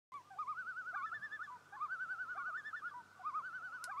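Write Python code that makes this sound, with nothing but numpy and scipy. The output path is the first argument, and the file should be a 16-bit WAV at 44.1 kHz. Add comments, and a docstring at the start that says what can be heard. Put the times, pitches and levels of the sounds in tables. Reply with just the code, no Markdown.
"""Loons on a lake at dusk

Two loons trade trembling calls across calm water, fainter loons answer from farther off, and the wooded shore
returns a long, faint echo. Each voice is a nearly pure tone that swings in pitch and loudness about ten times a
second and jumps between registers (pitch ranges). Under them lie a soft hiss, a low hum and two dull bumps.
Something small clicks close by, faintly at the start and clearly near the end."""
import sys
import numpy as np
from scipy import signal
from scipy.fft import rfft, irfft
from scipy.io import wavfile
from scipy.ndimage import uniform_filter1d

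SR = 44100
rng = np.random.default_rng(int(sys.argv[2]) if len(sys.argv) > 2 else 0)


def unload_wav(signal):
    """Save mono or channel-first audio to the path in sys.argv[1] as 16-bit WAV at rate SR, clipped to [-1, 1]."""
    wavfile.write(
        sys.argv[1],
        SR,
        np.round(np.clip(np.atleast_2d(signal).T, -1, 1) * 32767).astype(np.int16),
    )


N = 176400  # 4 seconds


def amp(db):
    """Turns decibels into a number to multiply by."""
    return 10 ** (np.asarray(db) / 20)


def unit(x):
    """Scales a signal to an average (rms) size of 1."""
    return x / np.sqrt(np.mean(x ** 2) + 1e-20)


def look_up(table, hz):
    """Reads between the rows of a table, on a log-frequency scale."""
    f, value = np.transpose(table)
    return np.interp(np.log(hz + 1), np.log(f), value)


def add(mix, start_s, sound):
    """Adds a sound to the mix at the given time."""
    part = mix[max(round(start_s * SR), 0):][:len(sound)]
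    part += sound[:len(part)]


def decay(t, fade_s):
    """Dies away by 60 dB in the fade time."""
    return np.exp(-np.log(1000) * t / fade_s)


def noise(centre_hz, width_hz):
    """Noise in one smooth band; centred on zero, it is a random wander."""
    f = np.fft.rfftfreq(N, 1 / SR)
    band = np.exp(-2 * ((f - centre_hz) / width_hz) ** 2)
    return unit(irfft(rfft(rng.standard_normal(N)) * band, N))


# The hiss of still air, from low to high: f/Hz, relative level/dB
HISS_COLOUR = [(25, -14.5), (65, -17), (100, -5.5), (170, 1), (260, 0.5), (500, -2), (900, -1), (2000, -9),
               (3500, -11.5), (6000, -13), (8500, -18), (11000, -23), (15500, -27.5)]
HISS_DB, PATCH_DB = -69.5, 1.5
def air_hiss():
    """Still air hisses softly, with slightly louder and quieter patches drifting through it."""
    hz, _, spectrum = signal.stft(rng.standard_normal(N), SR, nperseg=1024, noverlap=768)
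    patches = rng.standard_normal(spectrum.shape)
    for axis in (0, 1):  # smooth over frequency, then time
        patches = uniform_filter1d(patches, size=12, axis=axis)
    gain = amp(look_up(HISS_COLOUR, hz)[:, None] + PATCH_DB * unit(patches))
    _, hiss = signal.istft(spectrum * gain, SR, nperseg=1024, noverlap=768)
    return amp(HISS_DB) * unit(hiss[:N])


# The two tones of the hum: f/Hz, level/dB
HUM_TONES = [(96.7, -80.5), (145, -81.5)]
HUM_WAVER_DB = 1.2
def low_hum():
    """Two low tones waver a little in loudness and pitch."""
    out, t = np.zeros(N), np.arange(N) / SR
    for hz, db in HUM_TONES:
        level = amp(db + HUM_WAVER_DB * noise(0, width_hz=5))
        drift = .3 * noise(0, width_hz=3)
        out += np.sqrt(2) * level * np.sin(2 * np.pi * hz * t + drift)
    return out


# One row per stretch of voice in one register; a crest is the top of a swing:
# start t/s, end t/s, crest t/s, beat length t/s, crest f/Hz, swing f/Hz,
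# crest level/dB, swing level/dB, overtone boost level/dB
CALLS = [ (.12, .14, .125, .1, 1040, 60, -52, -2, 6), (.14, .22, .153, .125, 1150, 190, -46.5, 13.5, 4),
         (.25, .305, .28, .12, 1210, 60, -66.5, 5.5, -7), (.305, .357, .31, .11, 785, 70, -54.5, 5.5, -1.5),
         (.358, .385, .4, .075, 950, 210, -51.5, 5, -8.5), (.387, .545, .408, .096, 1248, 270, -39, 17, -2),
         (.545, 1.04, .599, .095, 1520, 250, -42.2, 10.5, -4),
         (.93, .958, .972, .1, 860, 220, -49, 10, 11.5),
         (.958, 1.005, .955, .1, 1200, 130, -39.5, 10.5, 0.5),
         (1.005, 1.06, 1.075, .14, 1340, 270, -38, 9, 4), (1.055, 1.118, 1.09, .1, 1330, 100, -52, 4, -14),
         (1.062, 1.103, 1.067, .1, 1765, 220, -48, 21, 10),
         (1.115, 1.14, 1.155, .1, 1560, 330, -41.5, 1, -3.5),
         (1.125, 1.147, 1.12, .08, 740, 120, -62, 5.5, -14.5),
         (1.141, 1.385, 1.156, .092, 1775, 220, -44, 18.5, 5),
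         (1.392, 1.43, 1.44, .1, 1530, 310, -40.5, 7, -4.5),
         (1.432, 1.474, 1.438, .1, 1755, 220, -49.5, 19, 12.5),
         (1.476, 1.505, 1.49, .1, 1170, 80, -50, 1.5, -12),
         (1.5, 1.573, 1.53, .12, 1005, 100, -50, 7, -3.5),
         (1.724, 1.763, 1.765, .1, 860, 90, -52.5, 4, 8.5),
         (1.765, 1.79, 1.745, .09, 1200, 190, -46, 6, -6.5),
         (1.79, 1.883, 1.836, .1, 1245, 240, -38, 19.5, -3),
         (1.885, 2.46, 1.932, .0925, 1532, 230, -39.7, 12, -4),
         (2.1, 2.22, 2.135, .1, 800, 80, -70, 7, -16.5), (2.25, 2.35, 2.33, .1, 1230, 230, -61.5, 6, -5),
         (2.35, 2.378, 2.39, .1, 830, 210, -49.5, 10.5, 9.5),
         (2.378, 2.425, 2.37, .1, 1190, 100, -40, 10, 1),
         (2.425, 2.527, 2.48, .097, 1500, 280, -40.5, 9, -5),
         (2.527, 2.572, 2.574, .096, 1530, 310, -40, 5, -5),
         (2.455, 2.51, 2.47, .13, 1235, 200, -54, 2, -3.5),
         (2.483, 2.508, 2.465, .08, 830, 190, -57.5, 4.5, -3.5),
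         (2.574, 2.72, 2.582, .094, 1775, 200, -44.5, 19.5, 8.5),
         (2.729, 2.76, 2.766, .1, 1490, 290, -41, 3, -3),
         (2.762, 2.815, 2.769, .1, 1770, 220, -46.5, 19, 9.5),
         (2.821, 2.887, 2.869, .096, 1450, 260, -42, 7, -5),
         (2.877, 2.905, 2.88, .1, 1700, 150, -56.5, 3, 14),
         (2.912, 2.938, 2.915, .1, 1180, 60, -52, 8, -20.5),
         (2.938, 3.02, 2.97, .125, 990, 100, -48.5, 12, -5.5),
         (3.194, 3.224, 3.195, .1, 755, 60, -55, -0.5, -4),
         (3.23, 3.325, 3.278, .098, 1245, 260, -38.7, 18.5, -3),
         (3.325, 3.419, 3.373, .1, 1268, 260, -37.7, 14, -4),
         (3.42, 3.91, 3.467, .093, 1522, 220, -44.5, 8, 2), (3.595, 3.7, 3.7, .13, 800, 130, -68, 7, -8),
         (3.72, 3.88, 3.805, .098, 1270, 280, -62.5, 2, -4), (3.876, 3.911, 3.92, .11, 830, 200, -51, 6, 7),
         (3.912, 4.02, 4.005, .105, 1230, 250, -41, 9.5, 1.5),
         (3.915, 3.99, 3.96, .1, 1300, 80, -52.5, 5.5, 2)]
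# How flat the loudness stays on a crest: crest f/Hz, flatness (bigger is flatter)
CREST_FLATNESS = [(1000, 1.2), (1250, 1.55), (1500, 1.1), (1780, 1.55)]
# How well the throat's resonances pass an overtone: f/Hz, relative level/dB
THROAT_COLOUR = [(1300, -3.5), (1650, -6.5), (1980, -25.5), (2280, -19.5), (2500, -33), (3040, -34.5),
                 (3540, -30.5), (3800, -39), (4500, -30.5), (5300, -33), (7000, -37), (9000, -42.5)]
SLOWING_PER_S = .095  # a long call beats more and more slowly
SAG_HZ, SAG_DB, SAG_S = 55, 3, .41  # and sinks, ever faster: this far, this long after its crest time
ATTACK_S, RELEASE_S = .009, .011  # a register starts abruptly and fades at the next jump
ARCH_SHAPE, LEAD_S = 1.22, .002  # pitch lingers on the crest; loudness runs slightly ahead of it
JITTER, SHIMMER_DB, WOBBLE_HZ = .004, .51, 250  # tiny random wobbles of pitch and loudness
OVERTONE_STEP_DB, FLUTTER_DB, FLUTTER_HZ = -6, 3, 90  # overtones weaken going up, and flicker
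def loons():
    """Pitch and loudness rise and fall together on each beat; the throat passes a few weak overtones."""
    out = np.zeros(N + SR)
    jitter, shimmer = JITTER * noise(0, WOBBLE_HZ), SHIMMER_DB * noise(0, WOBBLE_HZ)
    flutter = FLUTTER_DB * np.array([noise(0, FLUTTER_HZ) for _ in range(5)])
    for start, end, crest, beat, top_hz, swing_hz, top_db, swing_db, boost_db in CALLS:
        samples = np.arange(round((start - ATTACK_S / 2) * SR), round((end + RELEASE_S / 2) * SR))
        t, at = samples / SR, samples % N
        age = t - crest
        pace = np.pi * (1 - SLOWING_PER_S * age) / beat
        pitch_dip = (np.sin(pace * age) ** 2) ** ARCH_SHAPE
        level_dip = (np.sin(pace * (age + LEAD_S)) ** 2) ** look_up(CREST_FLATNESS, top_hz)
        sag = (age / SAG_S) ** 3
        hz = (top_hz - swing_hz * pitch_dip - SAG_HZ * sag) * (1 + jitter[at])
        phase = 2 * np.pi * np.cumsum(hz) / SR
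        voice = np.sin(phase)
        for k, flutter_db in enumerate(flutter[:, at], 2):
            overtone_db = look_up(THROAT_COLOUR, k * hz) + boost_db + OVERTONE_STEP_DB * (k - 2)
            voice += amp(overtone_db + flutter_db) * np.sin(k * phase)
        ramp = np.minimum((t - t[0]) / ATTACK_S, (t[-1] - t) / RELEASE_S)
        fade = np.sin(np.pi / 2 * np.clip(ramp, 0, 1)) ** 2
        level = amp(top_db - swing_db * level_dip - SAG_DB * sag + shimmer[at])
        add(out, t[0], np.sqrt(2) * fade * level * voice)
    return out[:N]


# Echoes from the water, the near bank and the far shore: delay t/s, build-up t/s, fade t/s, level/dB
LAKE_ECHOES = [(.002, .004, .12, -25), (.03, .08, 1.3, -22), (.68, .1, 1.9, -18)]
# How much of each frequency comes back: f/Hz, relative level/dB
ECHO_TONE = [(500, -5), (1000, -2), (1250, 0), (1520, -1), (1780, -10), (3000, -12), (8000, -22)]
def lake_echo(calls):
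    """Blurred echoes return from the water and the wooded banks, dulled by distance."""
    t = np.arange(3 * SR) / SR
    tail = np.zeros(len(t))
    for delay, build, fade_s, db in LAKE_ECHOES:
        swell = np.clip((t - delay) / build, 0, 1)
        echo = rng.standard_normal(len(t)) * swell * decay(t, fade_s)
        tail += amp(db) * echo / np.linalg.norm(echo)
    colour = amp(look_up(ECHO_TONE, np.fft.rfftfreq(len(t), 1 / SR)))
    tail = irfft(rfft(tail) * colour, len(t))
    return signal.fftconvolve(calls, tail[:-SR // 2])[:N]


# When each click comes and how strong it is: t/s, level/dB
CLICK_HITS = [(.139, -65.5), (3.8408, -39.5)]
# The noisy part of a click, from low to high: f/Hz, relative level/dB
SNAP_COLOUR = [(500, -22), (2000, -3), (3500, -9.5), (5000, 1), (6500, -5), (8800, -1), (10500, -4),
               (13000, -19), (15500, -29)]
# The tones the object rings with: f/Hz, relative level/dB, fade t/s
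RING_TONES = [(4253, 14, 0.067), (7149, -15, 0.082), (7677, -7, 0.076), (8129, -11, 0.17),
              (8576, -19, 0.091), (8888, -4, 0.049), (9690, -19, 0.1), (10020, -9, 0.092),
              (10980, -23, 0.12), (11460, -24, 0.067)]
SNAP_FADE_S, RATTLE_FADE_S, TAIL_FADE_S = .009, .065, .3
RATTLE_DB, TAIL_DB, RING_DB = -10, -39.5, -31.5  # compared with the snap
def clicks():
    """A small hard object snaps, rattles and rings briefly."""
    out, t = np.zeros(N), np.arange(SR // 2) / SR
    colour = amp(look_up(SNAP_COLOUR, np.fft.rfftfreq(len(t), 1 / SR)))
    rattle = amp(RATTLE_DB) * decay(t, RATTLE_FADE_S)
    shape = decay(t, SNAP_FADE_S) + rattle + amp(TAIL_DB) * decay(t, TAIL_FADE_S)
    ring = sum(amp(db) * decay(t, fade_s) * np.sin(2 * np.pi * hz * t) for hz, db, fade_s in RING_TONES)
    for start, db in CLICK_HITS:
        burst = unit(irfft(rfft(rng.standard_normal(len(t))) * colour, len(t)))
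        add(out, start, amp(db) * (burst * shape + amp(RING_DB) * ring))
    return out


# Two bands of noise for each bump: middle t/s, half length t/s, centre f/Hz, width f/Hz, level/dB
BUMP_BANDS = [(1.185, .028, 105, 25, -67), (1.22, .08, 175, 90, -75), (1.56, .022, 200, 130, -71),
              (1.56, .022, 450, 70, -76)]
def bumps():
    """Low noise swells and fades quickly, making dull, soft-edged bumps."""
    t = np.arange(N) / SR
    return sum(amp(db) * np.exp(-((t - middle) / half) ** 2) * noise(hz, width)
               for middle, half, hz, width, db in BUMP_BANDS)


def scene():
    """The birds and their echo over the quiet lakeside, in one channel."""
    calls = loons()
    return (calls + lake_echo(calls) + air_hiss() + low_hum() + clicks() + bumps())[None]


START_S, CUT_HZ = .12, 15700
def record(dry):
    """The sound begins after a moment of silence, and the highest treble is cut off."""
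    live = dry * (np.arange(N) >= START_S * SR)
    low_pass = signal.firwin(511, CUT_HZ, window=("kaiser", 9), fs=SR)
    return signal.oaconvolve(live, low_pass[None], "same")


dry = scene()
out = record(dry)
unload_wav(out)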